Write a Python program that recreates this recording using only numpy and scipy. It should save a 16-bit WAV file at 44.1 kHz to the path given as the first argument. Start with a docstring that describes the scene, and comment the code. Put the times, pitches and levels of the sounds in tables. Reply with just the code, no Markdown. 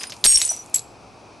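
"""A few stone chips settle over the low noise of a quiet workshop. Then a knapper strikes a hand-held flint,
close by: the edge cracks off and shatters, each brief contact exciting a broad band of frequencies.
Thin flakes land among earlier waste, ring like glass in their normal modes and bounce in a spray of grit.
One late flake clinks half a second after the blow."""
import sys
import numpy as np
from scipy import signal
from scipy.fft import rfft, irfft
from scipy.io import wavfile

SR = 44100
rng = np.random.default_rng(int(sys.argv[2]) if len(sys.argv) > 2 else 0)


def bounce(signal):
    """Save signal as a 16-bit WAV file at the path given by the first command-line argument."""
    frames = np.transpose(np.atleast_2d(signal))
    limited = np.clip(frames, -1, 1)
    pcm = np.round(limited * 32767).astype(np.int16)
    wavfile.write(sys.argv[1], SR, pcm)


N = 61739


def amp(db):
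    """The decibel scale: 20 dB is a factor of ten in amplitude."""
    return 10 ** (np.asarray(db) / 20)


def unit(x):
    """Normalisation to an rms of 1."""
    return x / np.sqrt(np.mean(x ** 2) + 1e-20)


def add(mix, start_s, sound):
    """Superposition: a sound adds to the mix from its onset on."""
    part = mix[..., max(round(start_s * SR), 0):][..., :sound.shape[-1]]
    part += sound[..., :part.shape[-1]]


def colour(x, points):
    """Zero-phase filtering by a curve (f/Hz, gain/dB), interpolated in log frequency."""
    hz, db = np.transpose(points)
    gain_db = np.interp(np.log(np.fft.rfftfreq(N, 1 / SR) + 1), np.log(hz + 1), db)
    return irfft(rfft(x) * amp(gain_db), N)


def lowpass(x, hz):
    """Second-order low-pass: 12 dB per octave above the cutoff."""
    return signal.sosfilt(signal.butter(2, hz, fs=SR, output="sos"), x)


def background():
    """Stationary room noise, partly coherent between the ears, with a faint pure-tone hum."""
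    # spectral density of the room noise: f/Hz, relative level/dB
    spectrum = [(15, -35), (30, -15.5), (55, -6), (105, -0.5), (150, -4.5), (300, -2.5), (500, -4.5),
                (800, -2), (1300, -10), (1650, -19), (2000, -22), (2500, -10), (2850, -21.5), (3600, -21.5),
                (4500, -18.5), (6200, -20.5), (6900, -29), (9000, -28), (11300, -37), (12000, -53.5)]
    # stereo width of the room noise: f/Hz, side over mid/dB
    width = [(60, -7), (280, -14.5), (700, -9.5), (1300, -10), (2600, -5.5), (4500, -21), (12000, -18.5)]
    noise_db, lean_db, hum_db, hum_hz = -46, 0.45, -61.5, 109
    mid, side = [colour(x, spectrum) for x in rng.standard_normal((2, N))]
    side = colour(side, width)
    air = np.array([mid + side, mid - side]) * amp([[lean_db], [-lean_db]])
    hum = np.sin(2 * np.pi * hum_hz * np.arange(N) / SR)
    return amp(noise_db) * unit(air) + amp(hum_db) * unit(hum)


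def reverberation(x):
    """Diffuse reflections decay exponentially; the first ones are wide in the midrange."""
    # stereo width of the reflections: f/Hz, side over mid/dB
    width = [(150, 2), (500, -2), (1100, 6.5), (2000, 4), (3500, -5.5), (6000, -24), (12000, -11.5)]
    room_db, mid_t60_s, side_t60_s = -14, .2, .05
    t = np.arange(SR // 2) / SR
    decay = amp(-60 * t / np.array([[mid_t60_s], [side_t60_s]]))
    tails = rng.standard_normal((2, len(t))) * decay * (t > .002)
    tails /= np.linalg.norm(tails, axis=1, keepdims=True)
    mid, side = signal.fftconvolve(x[None], tails, axes=1)[:, :N]
    side = colour(side, width)
    return amp(room_db) * np.array([mid + side, mid - side])


def tinkle(count=40, low_hz=6200, high_hz=11500, t60_s=.025, landings_per_s=420):
    """Tiny chips land at random, each a damped oscillator with one natural frequency."""
    t, out = np.arange(SR // 16) / SR, np.zeros(N)
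    for hz in np.geomspace(low_hz, high_hz, count) * rng.uniform(.98, 1.02, count):
        landings = rng.uniform(.5, 1, N) * (rng.random(N) < landings_per_s / count / SR)
        ring = amp(-60 * t / t60_s) * np.sin(2 * np.pi * hz * t)
        out += signal.oaconvolve(landings, ring)[:N]
    return unit(out)


def grit(grains_per_s=7000, chips_over_dust_db=-7):
    """Shot noise: independent ticks of stone dust merge into a spray, with chips tinkling in it."""
    # envelope of the spray: t/s, level/dB
    envelope = [(0, -39), (.06, -73), (.13, -56), (.19, -51.5), (.238, -61), (0.242, -19), (.262, -17.5),
                (.272, -25), (.33, -23.5), (.36, -30), (.41, -27), (0.422, -20.5), (.45, -33.5),
                (.52, -34.5), (.58, -44.5), (.64, -53), (0.738, -59.5), (0.744, -25), (.77, -33.5),
                (.81, -48.5), (.85, -64.5), (1.4, -89)]
    # spectrum of the dust: f/Hz, relative level/dB
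    spectrum = [(300, -33), (1200, -20), (2000, -8.5), (2900, -4.5), (3700, -8.5), (5000, -3), (7000, 0.5),
                (9000, -0.5), (11500, -8)]
    ticks = rng.choice([-1, 1], N) * (rng.random(N) < grains_per_s / SR)
    dust = unit(colour(ticks, spectrum))
    spray = unit(dust + amp(chips_over_dust_db) * tinkle())
    return spray * amp(np.interp(np.arange(N) / SR, *np.transpose(envelope)))


def flakes():
    """Free vibration: each piece rings in its normal modes until the next touch damps it."""
    # modes of each loose piece: f/Hz, relative level/dB, T60/s
    modes = {"blade": [(8447, 0, 1.0), (8652, -24, .3), (11320, -26, .3)], "plate": [(5563, 0, 1.2),
             (5616, -16, .25), (5726, -19, .15)], "scale": [(6724, 0, .3), (7280, -15, .2)],
             "sliver": [(9425, 0, .3), (9120, -9, .1), (10405, -13, .25)], "shard": [(7963, 0, .18)],
             "splinter": [(9002, 0, .07)], "wafer": [(5902, 0, .19)], "late flake": [(7680, 0, .06),
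             (7722, -13, .12), (11250, -22, .2)], "late chip": [(7664, 0, .36), (11262, -5, .26)],
             "old flake": [(5023, 0, .42), (8759, -7, .35), (9388, -5, .32), (11150, -13, .3)],
             "crumb": [(9610, 0, .07)], "speck": [(11250, 0, .04)]}
    # landings and bounces: t/s, piece, level/dB, free ringing time/s
    landings = [(0, "old flake", -37, .23), (.0705, "crumb", -33.5, 0.038), (.211, "crumb", -47.5, 0.03),
                (.243, "blade", -19, .026), (.251, "splinter", -15, .01), (.2698, "blade", -11, 0.0862),
                (.3728, "blade", -14, 0.0065), (.268, "plate", -23, .077), (.345, "plate", -14, 0.016),
                (.3565, "plate", -19.5, 0.0053), (0.367, "plate", -19, 0.011),
                (0.392, "plate", -27.5, 0.013), (.267, "scale", -27, 0.012), (.282, "scale", -23, 0.033),
                (.313, "scale", -20, 0.029), (.387, "scale", -30.5, 0.015), (.271, "sliver", -21, 0.0072),
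                (.304, "sliver", -23.5, 0.032), (.357, "sliver", -18, 0.031),
                (.4205, "shard", -20.5, 0.033), (.4645, "shard", -28.5, 0.011),
                (.4778, "shard", -27, 0.027), (.52, "shard", -36, .06), (.4522, "splinter", -14.5, .045),
                (.5015, "splinter", -20, .05), (.4918, "wafer", -17, 0.029), (0.529, "wafer", -27.5, .022),
                (.570, "wafer", -33, 0.0079), (.591, "wafer", -34, 0.043),
                (.7432, "late flake", -10.5, 0.0058), (.7592, "late flake", -14.5, 0.048),
                (.7935, "late flake", -29.5, 0.016), (.8175, "late flake", -39.5, .2),
                (.748, "late chip", -39, 0.236), (.7555, "speck", -17, .008), (0.769, "speck", -25, .016)]
    rise_s, damping_s = .0003, .0053
    rock_depth, rock_hz, spread_db = 0.12, 130, 0.23
    out, t = np.zeros((2, N)), np.arange(N // 4) / SR
    pan_db = dict(zip(modes, spread_db * rng.uniform(-1, 1, len(modes))))
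    for start_s, piece, level_db, free_s in landings:
        attack = 1 - np.exp(-t / rise_s)
        damping = np.exp(-np.maximum(t - free_s, 0) / damping_s)
        ring = 0
        for hz, db, t60 in modes[piece]:
            # a rocking piece flutters in amplitude and phase
            swell, phase = rock_depth * unit(lowpass(rng.standard_normal((2, len(t))), rock_hz))
            ring += amp(db - 60 * t / t60) * (1 + swell) * np.sin(2 * np.pi * hz * t + phase)
        pan = amp([[pan_db[piece]], [-pan_db[piece]]])
        add(out, start_s, np.sqrt(2) * amp(level_db) * attack * damping * ring * pan)
    return out


def contact(level_db, centre_hz, octaves, decay_ms, size=4096):
    """Source and filter: a dying cluster of tiny fractures excites one broad resonance."""
    t, hz = np.arange(size) / SR, abs(np.fft.fftfreq(size, 1 / SR)) + 1
    fade = np.exp(-1000 * t / decay_ms)
    cluster = fade * rng.choice([-1., 1.], size)
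    for _ in range(4):  # even out the spectrum while keeping the decay
        whitened = irfft(np.exp(1j * np.angle(rfft(cluster))))
        cluster = fade * np.sign(whitened)
    log_gain = -1.5 * np.log(1 + (np.log2(hz / centre_hz) / octaves) ** 2 / 2)
    resonance = np.exp(np.conj(signal.hilbert(log_gain)))  # minimum phase
    sound = np.fft.ifft(np.fft.fft(cluster) * resonance).real
    return amp(level_db) * sound * np.linalg.norm(fade) / np.linalg.norm(sound)


def impacts():
    """Impact excitation: hard contacts give bright clicks, soft ones dull knocks. The blow is at 0.24 s."""
    # tool, stone and chips meeting: t/s, level/dB, centre f/Hz, width/octaves, decay time/ms
    clicks = [(.009, -33.5, 2500, 1.54, 36), (.0335, -23, 5600, 0.26, 3.1), (.038, -26.5, 2400, 1.2, 4.7),
              (.0698, -30, 6000, 1.8, 1.15), (.097, -33, 4000, 1.2, 5.8), (.103, -32, 5500, 0.26, 7.7),
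              (.1212, -29, 3200, 0.77, 7.3), (.1375, -40, 4500, 1.2, 7.5), (.165, -40, 5500, 0.38, 3.7),
              (.2409, 0.5, 3890, .4, 0.56), (.2424, -8.5, 6200, 1.4, 3.7), (.2465, -11.5, 6000, 1.7, 1.3),
              (.2497, -5.5, 5800, 1.1, 1.9), (.2532, -10, 6500, 0.84, 1.1), (.2558, -5, 7000, 2.1, 2.6),
              (.2625, -8, 5000, 0.89, 1.5), (.2638, -5.5, 4600, 0.37, 0.88), (.3565, -9.5, 5800, 0.23, 2.8),
              (.323, -21, 3200, 0.57, 0.91), (.3728, -16.5, 3500, 0.88, 1.2), (.4032, -20, 7100, 0.24, 2),
              (.4166, -3, 5130, 0.97, 0.92), (.4212, -11.5, 6500, 0.5, 1), (.4507, -9, 7000, 0.42, 0.35),
              (.4644, -16.5, 7500, 0.38, 0.97), (.4777, -17, 7500, 0.36, 0.48),
              (.4917, -24, 6500, 0.38, 0.27), (.5195, -18, 7500, .7, 0.49), (.5648, -22, 8000, .55, 0.76),
              (.622, -34, 7500, 0.35, .4), (.6617, -31, 7500, 0.41, 0.44), (.6988, -35, 8000, .5, 0.36),
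              (.7432, -10, 7230, 0.41, 0.89), (.7555, -37, 8000, .8, 1.7), (.759, -24, 8000, 0.4, 2.3),
              (.7628, -21, 5000, 1.2, 1.3), (.7843, -25, 4300, 0.12, 0.87),
              (.7932, -20.5, 6000, 0.59, 0.87)]
    # stone against the hand, a piece on cloth: t/s, level/dB, centre f/Hz, width/octaves, decay time/ms
    thuds = [(.241, -30.5, 700, 2.7, 6), (.2565, -24.5, 970, 1.05, 6.1), (.5145, -28.5, 720, 0.54, 4.7),
             (.243, -37.5, 200, 0.4, 14)]
    out = np.zeros(N)
    for start_s, *shape in clicks + thuds:
        add(out, start_s, contact(*shape))
    return out


def scene():
    """Superposition of impacts and grit, their reflections, the ringing flakes and the room noise."""
    direct = impacts() + grit()
    return direct + reverberation(direct) + flakes() + background()


def record(dry):
    """Soft saturation and a band limit; the loudest sounds waver in each ear and carry a low flutter."""
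    waver_depth, waver_hz = 0.28, 90
    flutter_gain_db, flutter_hz = -13.5, 36.2
    ceiling, cutoff_hz = 0.89, 11900
    envelope = np.sqrt(abs(lowpass(dry ** 2, waver_hz)))
    waver = unit(lowpass(rng.standard_normal((2, N)), waver_hz))
    wavering = dry * (1 + waver_depth * waver * envelope)
    saturated = ceiling * np.tanh(wavering / ceiling)
    low_noise = unit(lowpass(rng.standard_normal((2, N)), flutter_hz))
    flutter = amp(flutter_gain_db) * low_noise * lowpass(saturated ** 2, flutter_hz)
    band_limit = signal.firwin(255, cutoff_hz, window=("kaiser", 9), fs=SR)
    return signal.oaconvolve(saturated + flutter, band_limit[None], "same")


dry = scene()
out = record(dry)
bounce(out)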